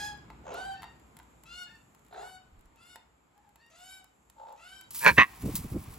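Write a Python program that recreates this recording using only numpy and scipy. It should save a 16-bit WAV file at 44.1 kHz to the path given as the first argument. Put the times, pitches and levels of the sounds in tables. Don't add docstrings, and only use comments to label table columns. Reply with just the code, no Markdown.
import sys
import numpy as np
from scipy import signal
from scipy.fft import rfft, irfft
from scipy.io import wavfile
from scipy.ndimage import uniform_filter1d

SR = 44100
rng = np.random.default_rng(int(sys.argv[2]) if len(sys.argv) > 2 else 0)


def transcribe(u):
    v = np.clip(np.atleast_2d(u).T, -1, 1)
    q = np.round(v * 32767).astype(np.int16)
    wavfile.write(sys.argv[1], SR, q)


N = 263718
T = np.arange(N) / SR
HZ = np.maximum(np.fft.rfftfreq(N, 1 / SR), 1)
TAKE_OFF_S = 5.24


def from_db(db):
    return 10 ** (np.asarray(db) / 20)


def rms_one(x):
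    return x / np.sqrt(np.mean(x ** 2) + 1e-20)


def pan(db):
    return from_db(np.array([[db], [-db]]) / 2)


def add(out, s, sound):
    i = round(s * SR)
    sound, i = sound[..., max(-i, 0):], max(i, 0)
    out[:, i:i + sound.shape[-1]] += sound[..., :N - i]


def band(x, low_hz, high_hz, order=2):
    return signal.sosfilt(signal.butter(order, [low_hz, high_hz], "band", fs=SR, output="sos"), x)


def drift(hz, size):
    knots = rng.standard_normal(int(size * 2 * hz / SR) + 3)
    return np.interp(np.arange(size) * 2 * hz / SR, np.arange(len(knots)), knots)


def resonance(x, hz, width_hz):
    r = np.exp(-np.pi * width_hz / SR)
    poles = [1, -2 * r * np.cos(2 * np.pi * hz / SR), r * r]
    return signal.lfilter(np.array([1, 0, -1]) * (1 - r * r) / 2, poles, x)


def stereo_noise(size, side_db):
    mid, side = rng.standard_normal((2, size))
    return mid + from_db(side_db) * side * [[1], [-1]]


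def coloured(spectrum, side_db):
    hz, db = np.transpose(spectrum)
    gain = from_db(np.interp(np.log(HZ), np.log(hz), db, left=-90, right=-90))
    return rms_one(irfft(rfft(stereo_noise(N, side_db)) * gain, N))


def at_ports(x, phases):
    hz, radians = np.transpose(phases)
    lead = np.interp(np.log(HZ), np.log(hz), radians)
    return irfft(rfft(x) * np.exp(.5j * lead * [[1], [-1]]), N)


def gate(t, fade_s):
    return np.clip(np.minimum(t, t[-1] - t) / fade_s, 0, 1)


def envelope(t, attack_s, release_s, swell_db=16, fade_db=16.5, bend=2.28):
    rising = np.clip(1 - t / attack_s, 0, 1)
    falling = np.clip(1 - (t[-1] - t) / release_s, 0, 1)
    return -swell_db * rising ** bend - fade_db * falling ** 1.56


# (time [s], rumble [dB], hiss [dB])
AMBIENCE = [(0.0, -53.5, -66), (0.2, -55.5, -80), (1.78, -67.5, -76.5), (2.63, -68, -83), (3.26, -74, -85),
            (4.6, -73, -79), (5.08, -61, -74), (5.23, -60, -84), (5.46, -62, -71), (5.59, -53.5, -72.5),
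            (5.98, -54.5, -87)]
# (frequency [Hz], level [dB])
RUMBLE_SPECTRUM = [(15, -47), (25, -13), (39, -24), (54, 8), (87, -2), (163, -2), (345, -7.5), (394, -13),
                   (450, -11.5), (580, -48), (990, -120)]
AIR_SPECTRUM = [(180, -4.5), (300, -5), (686, -5.5), (804, -3), (1320, -6.5), (1820, -14), (2400, -12.5),
                (2720, -17), (3300, -19), (5500, -28), (7150, -62), (12100, -120)]
HISS_SPECTRUM = [(4000, -37), (6200, -16), (7300, -1.5), (8200, -12.5), (10000, -18), (12000, -12),
                 (16000, -69.5)]
def outdoors(rumble_gain_db=2.0, hiss_gain_db=4.5, air_db=-65, air_follows=0.56):
    times, *levels = np.transpose(AMBIENCE)
    rumble_db, hiss_db = (np.interp(T, times, db) for db in levels)
    rumble = from_db(rumble_db + rumble_gain_db) * coloured(RUMBLE_SPECTRUM, side_db=-14.5)
    swing_db = rumble_db - rumble_db.mean()
    air = from_db(air_db + air_follows * swing_db) * coloured(AIR_SPECTRUM, side_db=0)
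    hiss = from_db(hiss_db + hiss_gain_db) * coloured(HISS_SPECTRUM, side_db=-6.5)
    return rumble + air + hiss


def veranda(x, t60_s, split_hz=5000):
    t = T[:SR]
    noise = stereo_noise(len(t), side_db=-3.5)
    body = band(noise, 200, split_hz) * from_db(-60 * t / t60_s)
    treble = 0.28 * band(noise, split_hz, 9300) * from_db(-130 * t / t60_s)
    tail = (body + treble) * np.clip(t / 0.0025 - .4, 0, 1)
    return signal.fftconvolve(x, tail / np.sqrt(np.sum(tail ** 2) / 2), axes=1)[:, :N]


def arch(t, top_hz, scoop, top_at=.71, droop=0.0316):
    progress = t / t[-1]
    before = np.maximum(1 - progress / top_at, 0)
    after = np.maximum((progress - top_at) / (1 - top_at), 0)
    return top_hz * (1 - scoop * before ** 1.9 - droop * after ** 2)


def whine(t, pitch_hz, db, beak, rough, jitter=0.0066, shimmer_db=2.5, breath=0.03):
    hoarse = rough + 0.51 * np.linspace(1, 0, len(t)) ** 2
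    waver = 1 + jitter * drift(30, len(t)) + .12 * hoarse ** 2 * drift(160, len(t))
    phase = 2 * np.pi * np.cumsum(pitch_hz * waver) / SR
    dull_db = (db.max() - db) / 40
    voice = 0
    for k in range(1, 18):
        rolloff_db = 1.34 * max(k - beak[-1][0], 0)
        level = np.interp(k, *np.transpose(beak)) - rolloff_db - k * dull_db
        flutter = 1 + hoarse * drift(91, len(t))
        gain = from_db(level + shimmer_db * drift(15.1, len(t))) * flutter
        voice += gain * np.sin(k * phase + rng.uniform(0, 2 * np.pi))
    hiss = rms_one(band(rng.standard_normal(len(t)) * (1 + np.cos(phase)), 1000, 6000))
    airy = np.clip(.6 * hoarse ** 1.4, 0, .5)
    call = np.sqrt(1 - airy ** 2) * rms_one(voice) + (airy + breath * hoarse) * hiss
    return call * from_db(db) * gate(t, fade_s=0.002)


# (time [s], length [s], first pitch [Hz], last pitch [Hz], level [dB])
WARBLES = [(2.6, 0.21, 1000, 870, -77.5), (3.3, 0.11, 700, 862, -72), (3.41, 0.095, 975, 741, -68)]
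# (harmonic [number], level [dB])
WARBLE_BEAK = [(1, -1), (2, -10), (3, -28), (5, -45)]
def warbles():
    out = np.zeros((2, N))
    for s, length, first_hz, last_hz, db in WARBLES:
        t = T[T < length]
        pitch = np.linspace(first_hz, last_hz, len(t))
        level = db + envelope(t, attack_s=0.061, release_s=.02)
        add(out, s, whine(t, pitch, level, WARBLE_BEAK, rough=.24, jitter=0.027))
    return out


# (time [s], length [s], top pitch [Hz], level [dB])
ANSWERS = [(0.717, 0.22, 932, -60.5), (1.657, 0.14, 900, -60.5), (3.568, .16, 937, -67.5)]
# (harmonic [number], level [dB])
ANSWER_BEAK = [(1, -9), (2, 3), (3, -1.5), (4, -8.5), (5, -5), (6, -14.5), (8, -35), (12, -55)]
def answers():
    out = np.zeros((2, N))
    for s, length, top_hz, db in ANSWERS:
        t = T[T < length]
        level = db + envelope(t, attack_s=0.047, release_s=0.05)
        add(out, s, whine(t, arch(t, top_hz, scoop=0.098), level, ANSWER_BEAK, rough=0.17))
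    return out * pan(db=3)


# (time [s], level [dB], hardness [dB])
PECKS = [(.302, -49, -9.5), (.541, -49, 2.5), (.821, -46.5, -4), (.831, -42, -5.5), (.841, -47, -8),
         (1.168, -50, 1.5), (1.189, -51, -1), (1.199, -53.5, -9), (1.436, -52, 0.5), (1.635, -58, 3),
         (1.948, -56.5, -1), (2.958, -43.5, -2.5), (3.558, -55, -0.5), (4.043, -55, 2), (4.299, -54, 2.5),
         (4.525, -62.5, 6), (4.811, -48.5, 2.5)]
# (frequency [Hz], t60 [s], level [dB])
BOARD_MODES = [(693, 0.053, -9), (916, 0.056, -2), (1042, 0.051, -7.5), (1340, 0.018, -1), (1660, 0.02, -7),
               (1990, 0.018, -3.5)]
def pecks(knock_db=-4.5, crack_db=-5.5, tick_db=4, step_count=33, step_db=-65, step_hardness_db=1):
    out, t = np.zeros((2, N)), T[:SR // 8]
    steps = [(rng.uniform(0, TAKE_OFF_S), step_db, step_hardness_db) for _ in range(step_count)]
    for s, level, hardness in PECKS + steps:
        wood = 0
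        for hz, t60, db in BOARD_MODES:
            mode = np.sin(2 * np.pi * hz * rng.normal(1, 0.042) * t) * rng.choice([-1, 1])
            wood += from_db(db - 60 * t / t60) * mode
        crack = rms_one(band(stereo_noise(len(t), side_db=-6.5), 1600, 4400)) * np.exp(-t / 0.0036)
        tick = rms_one(band(stereo_noise(len(t), side_db=1.5), 7300, 13800)) * np.exp(-t / 0.0024)
        click = from_db(crack_db) * crack + from_db(tick_db + hardness) * tick
        add(out, s, from_db(level) * (from_db(knock_db - hardness) * wood + click))
    return out


# (time [s], level [dB], width [s])
GUSTS = [(2.565, -55.5, .027), (2.66, -60, .02), (5.12, -35.5, 0.016), (5.185, -20, 0.0042),
         (5.446, -31.5, .006), (5.474, -29, 0.021), (5.545, -34.5, 0.006), (5.6, -39.5, 0.015),
         (5.651, -34.5, 0.0064), (5.723, -32.5, 0.007), (5.762, -31, .017), (5.89, -42, 0.011)]
def gusts(wake_lag_s=0.0167, wake_db=-10, wake_stretch=2.3):
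    out, t = np.zeros((2, N)), T[:SR // 4]
    middle = t[-1] / 2
    wakes = [(s + wake_lag_s, db + wake_db, width * wake_stretch) for s, db, width in GUSTS]
    for s, db, width in GUSTS + wakes:
        top_hz = 314 * 2 ** ((db + 30) / 12)
        swell = np.exp(-((t - middle) / width) ** 2 / 2)
        puff = band(stereo_noise(len(t), side_db=-20.5), 0.17 * top_hz, top_hz, order=3) * swell
        add(out, s - middle, from_db(db) * rms_one(puff) * np.sqrt(np.mean(swell ** 2)))
    return out * pan(db=-1)


# (frequency [Hz], level [dB])
SWISH_SPECTRUM = [(290, -49), (500, -37), (766, -1.5), (832, -6), (1080, -1), (1460, -13), (2350, -8.5),
                  (2560, -11), (3250, -16), (4920, -19.5), (6000, -20.5), (7800, -19), (13200, -120)]
def flight(db=-59.5, swell_db=7, flutter_db=2.1, pass_s=5.51, pass_width_s=0.076):
    passing = np.exp(-((T - pass_s) / pass_width_s) ** 2 / 2)
    airborne = np.clip((T - TAKE_OFF_S) / .03, 0, 1)
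    level = db + swell_db * passing + flutter_db * drift(40, N)
    return from_db(level) * airborne * coloured(SWISH_SPECTRUM, side_db=-6.5)


# (peak time [s], level [dB], rise [s], decay [s])
FLURRIES = [(4.96, -35.5, 0.013, 0.09), (5.07, -37, 0.094, 0.047), (5.169, -38.5, 0.0045, 0.017),
            (5.5, -47.5, 0.25, 0.77)]
# (time [s], level [dB], decay [s])
FLICKS = [(4.907, -37.5, 0.0099), (4.946, -35.5, 0.015), (5.044, -28, 0.0063), (5.0784, -22, 0.0019),
          (5.0905, -37, 0.0017), (5.554, -22, 0.014)]
# (frequency [Hz], level [dB])
FEATHER_SPECTRUM = [(880, -5.5), (1500, -15), (4970, -5), (6370, -6.5), (7760, -4), (9010, 16), (9750, -1),
                    (11300, 5.5), (12900, -2), (14900, 1), (16000, 5)]
# (frequency [Hz], left lead [rad])
CLOSE_PHASE = [(90, 0), (250, -1.5), (550, -2.17), (1100, -1.03), (3000, -1.1), (6000, -1.1), (11000, -1.9),
               (16000, -2.2)]
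def feathers(grain_db=2.5, clump_db=2.0):
    flurries = sum(from_db(db) * np.exp(-np.maximum((s - T) / rise, (T - s) / decay))
                   for s, db, rise, decay in FLURRIES)
    grains = from_db(grain_db * drift(230, N) + clump_db * drift(25, N))
    rustle = flurries * grains * (T > FLICKS[0][0])
    flicks = sum(from_db(db) * np.exp(-np.abs(T - s) / decay) * (T >= s) for s, db, decay in FLICKS)
    return at_ports((rustle + flicks) * coloured(FEATHER_SPECTRUM, side_db=-23), CLOSE_PHASE)


def croak(t, rate_hz, db, throat, jitter, puff_s, puff_share, even_s, throb, uneven_db=2.5):
    cycles = np.cumsum(rate_hz * np.exp(jitter * drift(70, len(t)))) / SR
    slaps = np.diff(np.floor(cycles), prepend=-1) * from_db(uneven_db * drift(120, len(t)))
    puffs = signal.lfilter([1], [1, -np.exp(-1 / (puff_s * SR))], slaps) * rng.standard_normal(len(t))
    source = rms_one(slaps) + puff_share * rms_one(puffs)
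    voice = sum(from_db(level) * resonance(resonance(source, hz, 1.16 * width), hz, 1.16 * width)
                for hz, width, level in throat)
    voice *= 1 - throb * np.cos(2 * np.pi * cycles + np.pi / 4)
    window = int(even_s * SR)
    power = uniform_filter1d(uniform_filter1d(voice ** 2, window), window)
    return voice / np.sqrt(np.maximum(power, 1e-12)) * from_db(db) * gate(t, fade_s=0.0015)


# (time [s], length [s], pulse rate [Hz], level [dB])
RASPS = [(0.439, 0.18, 75.4, -44), (2.109, 0.15, 58, -45.5), (4.362, 0.21, 58, -51)]
# (frequency [Hz], nominal width [Hz], level [dB])
RASP_THROATS = [
    [(536, 210, 2.5), (770, 154, 6), (908, 110, 0), (1320, 310, -7), (2660, 710, -18), (6530, 710, -19.5)],
    [(438, 52, -3), (630, 100, -12), (770, 170, 1.5), (1340, 460, -10.5), (3830, 700, -21.5)],
    [(572, 65, -0.5), (750, 210, -8), (853, 90, 5.5), (1300, 270, -12), (3050, 2100, -26)],
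]
def rasps(attack_s=0.048, release_share=0.3):
    out = np.zeros((2, N))
    for (s, length, rate, db), throat in zip(RASPS, RASP_THROATS):
        t = T[T < length]
        level = db + envelope(t, attack_s, release_share * length)
        rasp = croak(t, rate, level, throat, jitter=.1, puff_s=.007, puff_share=1.2, even_s=.03, throb=.6)
        add(out, s, rasp)
    return out


# (harmonic [number], level [dB])
BEAK_1 = [(1, -1), (2, 1.5), (3, -14.5), (4, -4.5), (5, -11), (6, -6.5), (7, -16), (8, -9.5), (9, -15),
          (10, -12)]
BEAK_2 = [(1, 3), (2, -1.5), (3, -25), (4, -11), (5, -18), (6, -16), (7, -36), (8, -26), (9, -24.5),
          (10, -21)]
BEAK_3 = [(1, -16), (2, 4.5), (3, -10), (4, 2.5), (5, -4), (6, -4.5), (7, -6), (8, -10), (9, -12),
          (10, -10)]
BEAK_4 = [(1, -0.5), (2, 2.5), (3, -8.5), (4, -4.5), (5, -8), (6, -4), (7, -12), (8, -16), (9, -15),
          (10, -6)]
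BEAK_5 = [(1, -10.5), (2, 1.5), (3, -5), (4, 1.5), (5, -1), (6, -5), (7, -4.5), (8, -14), (9, -22),
          (10, -2.5)]
BEAK_6 = [(1, 2), (2, 1), (3, -2.5), (4, 0.5), (5, -2), (6, -7), (7, -4.5), (8, -15), (9, -5), (10, 0.5)]
BEAK_7 = [(1, -6), (2, 2.5), (3, -5), (4, 0), (5, -4), (6, -8), (7, -8), (8, -20), (9, -11), (10, -7)]
# (time [s], length [s], top pitch [Hz], scoop [share of pitch], level [dB], attack [s],
# release [s], left over right [dB], roughness [0-1], beak [table])
WHINES = [(-.11, .25, 842.5, 0.15, -38, .08, 0.089, -1.0, 0.22, BEAK_1),
          (0.504, 0.26, 779, 0.2, -41.5, 0.1, 0.026, 0, .14, BEAK_2),
          (1.455, .21, 722.4, .11, -45.5, 0.17, 0.041, 3.5, 0.06, BEAK_3),
          (2.148, .24, 750.4, .17, -52.5, 0.081, 0.04, 2.5, 0.08, BEAK_4),
          (2.757, .23, 723.5, .15, -57.5, 0.17, 0.046, 2.5, .18, BEAK_5),
          (3.699, 0.33, 761.8, .2, -51, 0.28, 0.094, 1.5, 0.23, BEAK_6),
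          (4.558, 0.3, 776.3, 0.24, -52.5, 0.16, 0.077, 1.5, 0.2, BEAK_7)]
def begging():
    out = np.zeros((2, N))
    for s, length, top_hz, scoop, db, attack, release, pan_db, rough, beak in WHINES:
        t = T[T < length]
        level = db + envelope(t, attack, release)
        add(out, s, whine(t, arch(t, top_hz, scoop), level, beak, rough) * pan(pan_db))
    return out


# (time [s], length [s], level before filtering [dB], attack [s], release [s],
# pulse rate in the attack [Hz], pulse rate afterwards [Hz])
SQUAWKS = [(5.007, 0.13, -10.5, .056, 0.05, 145, 190), (5.166, 0.1, -10, .016, 0.045, 310, 116)]
# (frequency [Hz], nominal width [Hz], level [dB])
SQUAWK_THROATS = [
    [(172.6, 58, -5), (520, 330, -7), (943, 128, 2), (1667, 320, 1), (2317, 260, -0.5), (4230, 210, -12.5),
     (5730, 1300, -25)],
    [(235, 220, -11), (650, 320, -11), (1088, 124, 6), (1900, 335, 6), (2570, 178, 2.5), (3630, 240, -14),
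     (6110, 170, -22)],
]
def squawks(depth_db=37.5, sag_db_per_s=107, settle_s=.014):
    out = np.zeros((2, N))
    for (s, length, db, attack, release, first_hz, later_hz), throat in zip(SQUAWKS, SQUAWK_THROATS):
        t = T[T < length]
        rate = np.interp(t, [attack, attack + settle_s], [first_hz, later_hz])
        sag_db = sag_db_per_s * np.maximum(t - attack, 0)
        level = db + envelope(t, attack, release, depth_db, depth_db, bend=0.74) - sag_db
        voice = croak(t, rate, level, throat, jitter=.22, puff_s=.004, puff_share=.8, even_s=.008, throb=0)
        add(out, s, band(voice, 100, 5500, order=1))
    return out * pan(db=-2.5)


# (frequency [Hz], width [Hz], gain [dB])
TREBLE_DIPS = [(8977, 813, -67), (12900, 700, -25)]
def hollow(x):
    gain_db = sum(db * np.exp(-(2 * (HZ - hz) / width) ** 2) for hz, width, db in TREBLE_DIPS)
    return irfft(rfft(x) * from_db(gain_db), N)


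# (frequency [Hz], left lead [rad])
TABLE_PHASE = [(300, 0.24), (750, 1.47), (1500, 1.14), (2500, 0.88), (5000, 0.58), (9000, 1.56)]
def scene():
    calls = at_ports(begging() + rasps(), TABLE_PHASE)
    far = answers() + warbles()
    near = at_ports(squawks(), CLOSE_PHASE)
    taps = pecks()
    to_walls = from_db(-7) * calls + from_db(-6.5) * far + from_db(-10) * taps
    reflections = veranda(to_walls, t60_s=0.37) + veranda(from_db(-41) * near, t60_s=0.54)
    birds = calls + far + near + taps + feathers() + flight()
    return hollow(birds + reflections + outdoors()) + gusts()


def record(dry, ceiling=1.5, cutoff_hz=16200):
    low_pass = signal.ellip(10, .1, 80, cutoff_hz, fs=SR, output="sos")
    return signal.sosfilt(low_pass, ceiling * np.tanh(dry / ceiling))


dry = scene()
out = record(dry)
transcribe(out)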